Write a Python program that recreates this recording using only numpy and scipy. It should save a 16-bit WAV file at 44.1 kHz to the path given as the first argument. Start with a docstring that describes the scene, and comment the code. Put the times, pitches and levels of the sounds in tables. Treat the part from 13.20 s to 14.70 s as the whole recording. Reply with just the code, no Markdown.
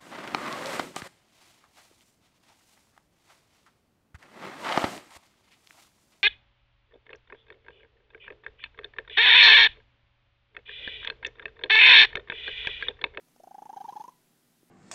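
"""Faint steady hiss in a quiet room, two tiny lip clicks, then one rolling, chirruping purr from a cat
close to the microphone. Its larynx flaps open about 26 times a second: each opening makes a soft pop
and a wet tick, then lets out a very short, almost pure tone. The tones climb in pitch as the roll
swells. Half a second after the roll, something is nudged softly."""
import sys
import numpy as np
from scipy import signal
from scipy.fft import rfft, irfft
from scipy.io import wavfile

SR = 44100
rng = np.random.default_rng(int(sys.argv[2]) if len(sys.argv) > 2 else 0)


def int16_out(signal):
    """Quantize to a 16-bit WAV file."""
    q = np.round(np.clip(np.atleast_2d(signal).T, -1, 1) * 32767)
    wavfile.write(sys.argv[1], SR, q.astype(np.int16))


N = 66150

# colour of the room tone (frequency [Hz], relative level [dB])
HISS_COLOUR = [(15, -2), (38, -54.5), (60, -3.5), (85, -17), (125, 0), (250, -0.5), (370, -2.5), (490, -10),
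               (700, -7.5), (1000, -14), (1300, -12.5), (2700, -15), (7500, -17), (11500, -15),
               (15500, -21)]
# steady tones in the background (frequency [Hz], rms level [dB])
HUM_TONES = [(166.5, -80), (243, -78), (990, -93.5)]
# mouth clicks before the roll (time [s], level [dB])
MOUTH_CLICKS = [(0.084, -62), (.1165, -66.5)]
# colour of clicks, ticks and air passing the throat (frequency [Hz], relative level [dB])
MOUTH_COLOUR = [(300, 5), (900, 6.5), (1500, -6), (2300, -13.5), (3000, -3.5), (4300, -23), (5300, -3.5),
                (5750, -8.5), (6250, 3.5), (6900, -10.5), (7700, -27), (9300, -10), (15500, -18)]
# openings of the larynx
# (time [s], tone length [s], tone level [dB], pitch [Hz], pop level [dB], tick level [dB])
LARYNX_OPENINGS = [(0.1619, 0.0056, -64, 840, -76, -57.5), (0.1981, 0.011, -47.5, 624, -65.5, -61.5),
                   (0.235, .011, -43.5, 737, -57, -56.5), (0.2717, 0.011, -42.5, 749, -53, -59),
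                   (.3092, 0.011, -40.5, 780, -65, -61), (0.344, 0.013, -38, 809, -49.5, -59.5),
                   (0.3811, 0.013, -38, 796, -49.5, -61.5), (0.4203, .0105, -37, 824, -47.5, -59.5),
                   (0.455, 0.015, -39.5, 869, -47.5, -55), (0.4925, 0.015, -34.5, 795, -47, -61.5),
                   (0.529, 0.016, -37.5, 895, -46, -54.5), (0.5626, 0.023, -33, 778.5, -43.5, -57.5),
                   (0.6033, .018, -33, 773, -48, -58), (0.6421, 0.0218, -35, 901.6, -46, -55),
                   (0.6796, 0.026, -32, 788.4, -47.5, -58), (.7240, 0.015, -39, 985, -46.5, -55),
                   (0.7549, 0.028, -33, 821, -46.5, -57), (0.7977, 0.024, -33.5, 844.4, -43.5, -53.5),
                   (0.8398, 0.015, -38.5, 967, -47.5, -49.5), (.8797, .0140, -39, 990, -47.5, -49)]
# buzz of a tone at full strength (harmonic [number], level against the fundamental [dB])
BUZZ_HARMONICS = [(3, -36.5), (4, -28), (5, -30.5), (6, -36), (7, -49), (8, -37.5)]
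# colour of air through the nose (frequency [Hz], relative level [dB])
NOSE_AIR_COLOUR = [(500, -52), (2000, 5), (6000, 6.5), (8000, -3.5), (11500, 5), (15500, -4)]
# early reflections from floor and walls (delay [s], level against the direct sound [dB])
REFLECTIONS = [(.0105, -20), (.0165, -27), (.0395, -23)]

FULL_DB = -33  # a tone at full strength
TICK_DECAY_S = 0.003


def undb(db):
    """Decibels to gain."""
    return 10 ** (np.asarray(db) / 20)


def noise(colour):
    """Noise of rms 1 shaped by (frequency [Hz], level [dB]) points."""
    hz, db = np.array(colour, float).T
    bins_hz = np.maximum(np.arange(N // 2 + 1) * SR / N, 1)
    gain = undb(np.interp(np.log(bins_hz), np.log(hz), db))
    shaped = irfft(rfft(rng.standard_normal(N)) * gain, N)
    return shaped / shaped.std()


def dull_noise(top_hz):
    """Low-passed noise of rms 1."""
    dull = signal.sosfilt(signal.butter(2, top_hz, fs=SR, output="sos"), rng.standard_normal(N))
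    return dull / dull.std()


def fade(age, decay_s):
    """Sudden start at age 0, then exponential decay."""
    return (age >= 0) * np.exp(-np.maximum(age, 0) / decay_s)


def thud(age, hz, decay_s):
    """One damped resonance."""
    return np.sin(2 * np.pi * hz * age) * fade(age, decay_s)


def room_tone(t):
    """The bed under everything: steady hiss, low room noise and a faint hum."""
    hum = sum(np.sqrt(2) * undb(db) * np.sin(2 * np.pi * (hz * t + rng.random())) for hz, db in HUM_TONES)
    return undb(-68.5) * noise(HISS_COLOUR) + hum


def lips(t):
    """Tiny wet clicks near the microphone as the mouth gets ready."""
    envelope = sum(undb(db) * fade(t - start, TICK_DECAY_S) for start, db in MOUTH_CLICKS)
    return noise(MOUTH_COLOUR) * envelope


def purr(t):
    """The larynx pops and ticks open, sounds a tone with a little air riding on it, then ticks shut."""
    roll = np.zeros(N)
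    waver = 1 + 0.012 * dull_noise(top_hz=500)
    air = noise(MOUTH_COLOUR)
    for start, length, tone_db, hz, pop_db, tick_db in LARYNX_OPENINGS:
        active = (t >= start) & (t < start + 0.05)
        age = t[active] - start
        throat_ring = undb(-8) * thud(age, hz, decay_s=0.00087)
        # doubled, since the pop has lost about half its height by its first crest
        pop = 2 * undb(pop_db) * (thud(age, hz=396, decay_s=0.001) + throat_ring)
        tone, envelope = chirp(age, length, tone_db, hz, waver[active])
        closing_tick = undb(tone_db - FULL_DB + 1) * fade(age - length, TICK_DECAY_S)
        ticks = undb(tick_db) * (fade(age, TICK_DECAY_S) + closing_tick)
        breath = undb(-28) * envelope
        roll[active] += tone + pop + air[active] * (ticks + breath)
    return roll


def chirp(age, length, db, hz, waver):
    """One short tone and its envelope: it scoops up, sags where it is strongest and buzzes there."""
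    rest_hz, sag_hz, scoop_hz = 1028, 183.4, 356
    nasal_hz, nasal_width_hz = 1508, 280
    progress = np.clip(age / length, 0, 1)
    swell = np.abs(np.sin(np.pi * progress)) ** (length / 0.018) * (progress < 1)
    effort = undb(db - FULL_DB)
    drive = effort * swell
    # where it is weakly driven, the tone slides up toward the rest pitch
    slide = 0.68 * (rest_hz - hz) * (progress - 0.5) * np.maximum(1 - drive, 0)
    pitch = hz + slide + sag_hz * (effort - drive) - scoop_hz * fade(age, decay_s=0.001095)
    phase = 2 * np.pi * np.cumsum(pitch * waver) / SR
    # a nasal resonance favours the second harmonic
    nasal_gain = 1 / np.hypot(1, 2 * (2 * pitch - nasal_hz) / nasal_width_hz)
    octave = undb(-24) * nasal_gain * drive ** 1.06 * np.sin(2 * phase)
    harmonics = sum(undb(level_db) * np.sin(k * phase) for k, level_db in BUZZ_HARMONICS)
    buzz = drive ** 3.3 * harmonics  # fades much faster than the tone
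    return undb(FULL_DB) * (drive * np.sin(phase) + octave + buzz), undb(FULL_DB) * drive


def nose(t, peak_s=0.73, spread_s=0.15):
    """A thin hiss of air swells under the strongest part of the roll."""
    swell = np.exp(-((t - peak_s) / spread_s) ** 2)
    return undb(-70) * swell * noise(NOSE_AIR_COLOUR)


def bump(t, start_s=1.4302):
    """Something in the room is nudged softly."""
    return undb(-49.5) * thud(t - start_s, hz=335, decay_s=0.0027)


def room(direct, t):
    """Well below the close sound: a few reflections, a short dull tail and one faint lingering ring."""
    tail_t60_s, tail_top_hz = 0.52, 4750
    ring_hz, ring_t60_s = 990, 0.4
    tail = dull_noise(tail_top_hz) * np.exp(-np.log(1000) * t / tail_t60_s) * (t > REFLECTIONS[0][0])
    tail *= undb(-25) * np.sqrt(2 * tail_top_hz / SR / np.sum(tail ** 2))
    ring_decay_s = ring_t60_s / np.log(1000)
    ring = undb(-13) * 2 / (ring_decay_s * SR) * thud(t, ring_hz, ring_decay_s)
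    response = tail + ring
    for delay_s, db in REFLECTIONS:
        response[int(delay_s * SR)] += undb(db)
    return direct + signal.fftconvolve(direct, response)[:N]


def scene():
    """The cat at close range in its room, in mono, on a small microphone that loses the bass."""
    t = np.arange(N) / SR
    at_microphone = room(purr(t) + nose(t) + lips(t) + bump(t), t)
    low_cut = signal.butter(5, 142, "high", fs=SR, output="sos")
    return (signal.sosfilt(low_cut, at_microphone) + room_tone(t))[None]


def record(dry):
    """The recorder cuts the top steeply above 15.7 kHz."""
    return signal.sosfilt(signal.ellip(10, 0.1, 70, 15700, fs=SR, output="sos"), dry)


dry = scene()
out = record(dry)
int16_out(out)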